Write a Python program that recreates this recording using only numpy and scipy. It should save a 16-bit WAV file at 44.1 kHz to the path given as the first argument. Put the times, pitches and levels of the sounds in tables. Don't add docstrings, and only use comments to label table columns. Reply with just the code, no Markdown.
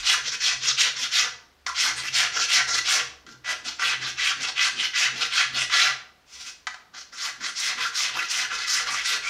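import sys
import numpy as np
from scipy import signal
from scipy.fft import rfft, irfft, next_fast_len
from scipy.io import wavfile

SR = 44100
rng = np.random.default_rng(int(sys.argv[2]) if len(sys.argv) > 2 else 0)


def unload_wav(signal):
    wavfile.write(
        sys.argv[1],
        SR,
        np.round(np.clip(np.atleast_2d(signal).T, -1, 1) * 32767).astype(np.int16),
    )


N = 409688
TIME = np.arange(N) / SR
BANDS_HZ = np.geomspace(125, 16000, 15)

# (start [s], length [s], peak position [0-1], level [dB])
CUTS = [(0.028, 0.18, 0.36, -10.5), (0.391, 0.18, 0.4, -14.5), (0.755, 0.16, 0.4, -11),
        (1.099, .19, 0.31, -12), (1.736, 0.2, 0.43, -13), (2.116, 0.17, .38, -9), (2.466, 0.17, 0.44, -8.5),
        (2.835, 0.2, 0.41, -10.5), (3.434, 0.12, 0.64, -20), (3.778, .19, 0.42, -14.5),
        (4.157, .19, 0.57, -13), (4.546, 0.16, 0.69, -10), (4.924, 0.18, 0.49, -9.5),
        (5.298, 0.17, 0.5, -9.5), (5.69, 0.25, 0.38, -10), (7.141, 0.18, 0.69, -23.5),
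        (7.535, 0.22, 0.46, -20.5), (7.921, 0.21, 0.31, -17.5), (8.27, 0.21, 0.37, -17),
        (8.648, 0.21, 0.38, -16.5), (9.013, .19, 0.48, -16)]
# (start [s], length [s], peak position [0-1], level [dB],
#   ring pitch [Hz], ring boost or cut [dB], bench boom [dB])
DRAGS = [(-.06, 0.12, 0, -23, 5440, -6, -66), (0.228, 0.085, 0.75, -21.5, 6100, 4, -56),
         (0.312, 0.054, 0.1, -14, 2540, 3, -77), (0.599, 0.13, 0.82, -15, 3800, 5, -48),
         (0.951, 0.13, 0.68, -16.5, 3400, 7.5, -59), (1.66, 0.083, 0.1, -24, 1077, 19.5, -77),
         (1.949, 0.096, 0.5, -22, 4540, 4.5, -55.5), (2.024, 0.07, 0.85, -18, 2680, 5, -54),
         (2.31, 0.16, 0.67, -17, 1800, -1, -62), (2.668, 0.11, 0.1, -19.5, 2540, -5, -62),
         (2.722, 0.076, 0.85, -14, 2650, 4, -73), (3.264, 0.1, 0, -39, 1450, 14.5, -60),
         (3.636, 0.1, 0.27, -22.5, 1350, 4, -64), (3.992, 0.13, 0.77, -19, 1610, 7, -54),
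         (4.37, 0.15, 0.6, -15, 3200, 0, -59), (4.743, 0.14, 0.74, -15.5, 3000, 7, -65),
         (5.121, 0.16, 0.8, -17.5, 1410, 3, -58), (5.519, .14, 0.7, -13, 1480, 6, -48),
         (6.926, 0.12, 0.66, -35.5, 4420, 5, -80), (7.116, 0.06, 0.4, -36.5, 5540, 7, -83),
         (7.393, 0.12, 0.81, -21.5, 2110, 2.5, -66), (7.759, 0.15, .58, -18, 1740, 6.5, -65),
         (8.126, .16, 0.37, -18, 2750, 5.5, -63), (8.489, 0.19, 0.33, -21, 1470, 3, -72),
         (8.844, 0.21, 0.36, -18, 2180, 5.5, -64), (9.213, 0.12, 1, -14, 2320, 12, -80)]
# (frequency [Hz], level [dB])
DEEP_COLOUR = [(45, -28), (60, -18), (70, 16), (82, -22), (100, -10)]


def from_db(db):
    return 10 ** (np.asarray(db) / 20)


def rms_one(x):
    return x / np.sqrt(np.mean(x ** 2) + 1e-20)


def at_hz(points, hz):
    known_hz, values = np.transpose(points)
    return np.interp(np.log(np.maximum(hz, 1)), np.log(known_hz), values)


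def in_bout(table, time_s):
    return max((row for row in table if row[0] <= time_s), default=table[0])[1:]


def bump(middle_s, half_s, level_db):
    return from_db(level_db) * np.exp(-np.minimum(((TIME - middle_s) / half_s) ** 2, 50))


def drift(rate):
    return rms_one(np.interp(TIME * rate, np.arange(N), rng.standard_normal(N)))


def split(x):
    size = next_fast_len(len(x), True)
    spectrum, hz = rfft(x, size), np.fft.rfftfreq(size, 1 / SR)
    weights = [at_hz(np.c_[BANDS_HZ, pick], hz) for pick in np.eye(len(BANDS_HZ))]
    return np.array([irfft(spectrum * weight, size)[:len(x)] for weight in weights])


def noise(colour):
    size = next_fast_len(N, True)
    hz = np.fft.rfftfreq(size, 1 / SR) + 1
    skirts = np.minimum(1, np.minimum(hz / colour[0][0], colour[-1][0] / hz)) ** 4
    spectrum = rfft(rng.standard_normal(size)) * from_db(at_hz(colour, hz)) * skirts
    return rms_one(irfft(spectrum, size)[:N])


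def bell_eq(x, hz, q, gain_db):
    turn = np.exp(2j * np.pi * np.cumsum(np.broadcast_to(hz, len(x))) / SR)
    pole = np.exp(-np.pi * np.mean(hz) / (q * SR))
    band = 2 * (turn * signal.lfilter([1 - pole], [1, -pole], x / turn)).real
    return x + (from_db(gain_db) - 1) * band


def room_tone():
    # (frequency [Hz], level [dB])
    air_colour = [(50, -24), (120, -9), (450, -11.5), (800, -13.5), (1400, -11.5), (2400, -15),
                  (5000, -19.5), (9000, -31.5), (15000, -32.5)]
    rumble_colour = [(18, -7), (32, -6), (48, 9), (65, -25.5)]
    # (time [s], level [dB])
    drone_ride = [(0.0, -82), (1.55, -70), (2.14, -60), (5.44, -69.5), (5.51, -58), (5.92, -71), (6.2, -77)]
    rumble_ride = [(0.0, -58), (0.54, -63), (0.65, -70), (8.07, -77), (8.41, -90), (8.54, -62), (9.29, -61)]
    drone = from_db(np.interp(TIME, *np.transpose(drone_ride)) + 0.5) * noise(DEEP_COLOUR)
    rumble = from_db(np.interp(TIME, *np.transpose(rumble_ride)) - 1) * noise(rumble_colour)
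    return from_db(-62) * noise(air_colour) + drone + rumble


def workshop(x, first_echo_s=0.00048, wet=0.29):
    # (frequency [Hz], time to fall 60 dB [s])
    room_t60 = [(150, 1), (700, 0.69), (1600, 0.37), (5000, 0.41), (9000, 0.31), (15000, 0.23)]
    age = TIME[:SR * 2 // 3]
    fade = from_db(-60 * age / at_hz(room_t60, BANDS_HZ)[:, None])
    fade *= np.clip(age / first_echo_s - 1, 0, 1)
    fade /= np.sqrt((fade ** 2).sum(axis=1, keepdims=True))
    tail = (split(rng.standard_normal(len(age))) * fade).sum(axis=0)
    return np.sqrt(1 - wet) * x + np.sqrt(wet) * signal.fftconvolve(x, tail)[:N]


def bench_boom(delay_s=0.092, half_s=0.1):
    # (frequency [Hz], level [dB])
    boom_colour = [(95, -13), (117, -20), (127, 9.5), (138, -2.5), (185, -23)]
    rocking = sum(bump(start + delay_s, half_s, boom_db) for start, *_, boom_db in DRAGS)
    pressing = sum(bump(start + length, half_s, cut_db - 47) for start, length, _, cut_db in CUTS)
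    return from_db(-2.5) * (rocking + pressing) * noise(boom_colour)


def palm_thud():
    return bump(middle_s=6.375, half_s=0.042, level_db=-63) * noise(DEEP_COLOUR)


def finger_rub(delay_s=0.032, half_s=0.04):
    # (frequency [Hz], level [dB])
    rub_colour = [(90, -34), (150, 0.5), (230, 9.5), (310, 8.5), (500, -1.5), (900, -48)]
    # (from [s], level [dB])
    rub_levels = [(0, -60), (1.6, -68), (3.2, -52), (3.9, -49), (6.1, -66), (7.3, -53), (8, -76)]
    swells = sum(bump(start + delay_s, half_s, *in_bout(rub_levels, start)) for start, *_ in DRAGS)
    return swells * noise(rub_colour)


def plate(force, wander_db=3.0):
    # (frequency [Hz], width [Hz], boost [dB])
    plate_modes = [(243, 6.6, 9.5), (334.6, 11, 8), (478, 31, 9.5), (733.5, 61, 11), (1015, 31.6, 8.5),
                   (1199, 140, 5), (1390, 42, 7.5), (1528, 47, 7), (1700, 51, 4.5), (1969, 52, 5.5),
                   (2244, 150, 0.5), (2020, 44, 5), (2555, 36, 3.5), (3310, 270, 1), (4360, 130, 2.5),
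                   (5140, 140, 2.5), (5870, 940, 1.5)]
    for hz, width_hz, boost_db in plate_modes:
        b, a = signal.iirpeak(hz, hz / width_hz, fs=SR)
        drive = force * from_db(wander_db * drift(18))
        force = force + (from_db(boost_db) - 1) * signal.lfilter(b, a, drive)
    return from_db(-2.5) * force


def rim_echoes(x, strength=0.11, count=6):
    lags = (rng.uniform(.0008, .007, count) * SR).astype(int)
    signs = rng.choice([-1, 1], count)
    return x + strength * sum(sign * np.pad(x, (lag, 0))[:len(x)] for lag, sign in zip(lags, signs))


def blade_taps(attack_s=.0003):
    # (time [s], level [dB])
    landings = [(1.6645, -16.5), (1.669, -22), (3.265, -34.5), (3.445, -31), (3.795, -20.5), (5.698, -21),
                (6.6694, -14), (6.674, -25.5), (6.742, -28.5), (6.947, -35), (7.127, -47), (7.409, -29)]
    # (frequency [Hz], level [dB])
    tap_colour = [(150, -35), (450, -26), (750, -7), (1050, -3.5), (1600, 7), (2600, 0.5), (5500, 1),
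                  (8000, -15), (15000, -51)]
    out, age = np.zeros(N), TIME[:SR // 10]
    t60 = 0.053 * (BANDS_HZ[:, None] / 1000) ** -0.21
    fade = from_db(at_hz(tap_colour, BANDS_HZ)[:, None] - 60 * age / t60)
    fade *= np.tanh(age / attack_s)
    for time_s, level_db in landings:
        at = round(time_s * SR)
        knock = (split(rng.standard_normal(len(age))) * fade).sum(axis=0)
        out[at:at + len(age)] += from_db(level_db) * knock
    return out


def fibres(per_s, size_db, hiss_db, chatter_db, chatter_rate):
    sizes = from_db(size_db * np.minimum(rng.exponential(1, N), 4)) * rng.choice([-1, 1], N)
    snaps = rms_one(sizes * (rng.random(N) < per_s / SR))
    chatter = from_db(chatter_db * drift(chatter_rate))
    return rms_one((snaps + from_db(hiss_db) * rng.standard_normal(N)) * chatter)


def strokes(table, grips, colour, friction, peakedness, bite, grain_db, sweep=None, hold_after_s=np.inf):
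    bands, out = split(friction), np.zeros(N)
    bands *= from_db(grain_db * np.array([drift(35) for _ in BANDS_HZ]))
    octaves = np.log2(BANDS_HZ / 3000)
    below, above = np.clip(octaves, -2, 0), np.clip(octaves, 0, 2)[:, None]
    firm_db, attack_s = -15, .014
    for start, length, peak, level_db, *ring in table:
        *tone_db, deepening = in_bout(grips, start)
        lightness_db = (firm_db - level_db) * np.array([0.32, 0.26, 0.33, 0.33])
        boom_db, body_db, edge_db, dust_db = np.array(tone_db) + lightness_db
        contact = [(750, boom_db), (1500, body_db), (3000, 0), (6000, edge_db), (12000, dust_db)]
        band_db = level_db + at_hz(colour, BANDS_HZ) + at_hz(contact, BANDS_HZ)
        span = slice(*np.searchsorted(TIME, [start, start + length]))
        age = TIME[span] - start
        travel = age / length
        arc = np.interp(travel, [0, np.clip(peak, .02, .98), 1], [0, .5, 1])
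        speed = np.abs(np.sin(np.pi * arc))
        speed = np.minimum(1, speed * max(1, length / hold_after_s))
        gains = from_db(band_db[:, None] - deepening * np.outer(below, travel - .5))
        swell = speed ** (peakedness + bite * above)
        swell *= np.tanh(age / attack_s)
        rasp = (swell * gains * bands[:, span]).sum(axis=0)
        level = np.sqrt(np.mean(rasp ** 2))
        if ring:
            ring_hz, ring_db, _ = ring
            rasp = bell_eq(rasp, ring_hz, q=9.0, gain_db=ring_db)
        if sweep:
            from_hz, to_hz, sweep_db = sweep
            rasp = bell_eq(rasp, np.geomspace(from_hz, to_hz, len(rasp)), q=4.9, gain_db=sweep_db)
        out[span] += level * rms_one(rim_echoes(rasp))
    return signal.sosfilt(signal.butter(2, 140, "high", fs=SR, output="sos"), out)


def hand_brush():
    # (start [s], length [s], peak position [0-1], level [dB])
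    swishes = [(6.235, 0.32, 0.59, -33)]
    # (from [s], boom [dB], body [dB], edge hiss [dB], dust hiss [dB], deepening [dB/octave])
    brush_grips = [(0, -12, -15, 1, 1, 3.9)]
    # (frequency [Hz], level [dB])
    brush_colour = [(200, -10), (450, -13), (750, -11), (1050, -0.5), (1500, 5.5), (2100, 7), (3000, 6),
                    (4300, -1), (6000, 0.5), (8000, -13.5), (10500, -23), (15000, -34)]
    sweeping = fibres(per_s=4000, size_db=1.0, hiss_db=12, chatter_db=-3.9, chatter_rate=34)
    return strokes(swishes, brush_grips, brush_colour, sweeping, peakedness=2.2, bite=0.05, grain_db=1.0)


def blade_drags():
    # (from [s], boom [dB], body [dB], edge hiss [dB], dust hiss [dB], deepening [dB/octave])
    drag_grips = [(0, -3.5, -5.5, 5, 1.5, 1), (1.6, 1.5, -3, 4, 2.5, -5.5), (3.2, -3, -7, -0.5, 0, 0.5),
                  (6.8, -1.5, -0.5, 1.5, 3.5, -6.5)]
    # (frequency [Hz], level [dB])
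    drag_colour = [(200, -21.5), (450, -20.5), (750, -18.5), (1050, -12), (1500, 0.5), (2100, -1),
                   (3000, 0.5), (4300, -3.5), (6000, -4.5), (8000, -20.5), (10500, -24.5), (15000, -54)]
    dragging = fibres(per_s=3000, size_db=0.5, hiss_db=-3.5, chatter_db=1.5, chatter_rate=110)
    return strokes(DRAGS, drag_grips, drag_colour, dragging, peakedness=0.73, bite=0.21, grain_db=3.5)


def blade_cuts():
    # (from [s], boom [dB], body [dB], edge hiss [dB], dust hiss [dB], deepening [dB/octave])
    cut_grips = [(0, -10, -3, 5, 4.5, 8.5), (1.6, -7.5, -1.5, 4.5, 6.5, 10.5), (3.2, -3.5, 2, 1.5, 5, 5),
                 (4.1, -12, -0.5, 1, 2, 5), (5.65, -9, 0.5, 1, 1.5, 2.5), (6.8, -9, -0.5, 5, 8, 12)]
    # (frequency [Hz], level [dB])
    cut_colour = [(200, -17.5), (450, -17.5), (750, -10.5), (1050, -10.5), (1500, -2.45), (2100, -0.4),
                  (3000, 0), (4300, -3.5), (6000, -3.5), (8000, -18), (10500, -27.5), (15000, -42)]
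    sinking_resonance = (6200, 1400, 2.91)   # (from [Hz], to [Hz], boost [dB])
    tearing = fibres(per_s=4000, size_db=2.0, hiss_db=-0.5, chatter_db=0.92, chatter_rate=170)
    return strokes(CUTS, cut_grips, cut_colour, tearing, peakedness=.8, bite=0.7, grain_db=2.5,
                   sweep=sinking_resonance, hold_after_s=.185)


def scene():
    wood = plate(blade_cuts() + blade_drags() + hand_brush() + blade_taps())
    in_room = workshop(wood + finger_rub())
    return (in_room + bench_boom() + palm_thud() + room_tone())[None]


def record(dry):
    return signal.sosfilt(signal.ellip(12, .1, 80, 15750, fs=SR, output="sos"), dry)


dry = scene()
out = record(dry)
unload_wav(out)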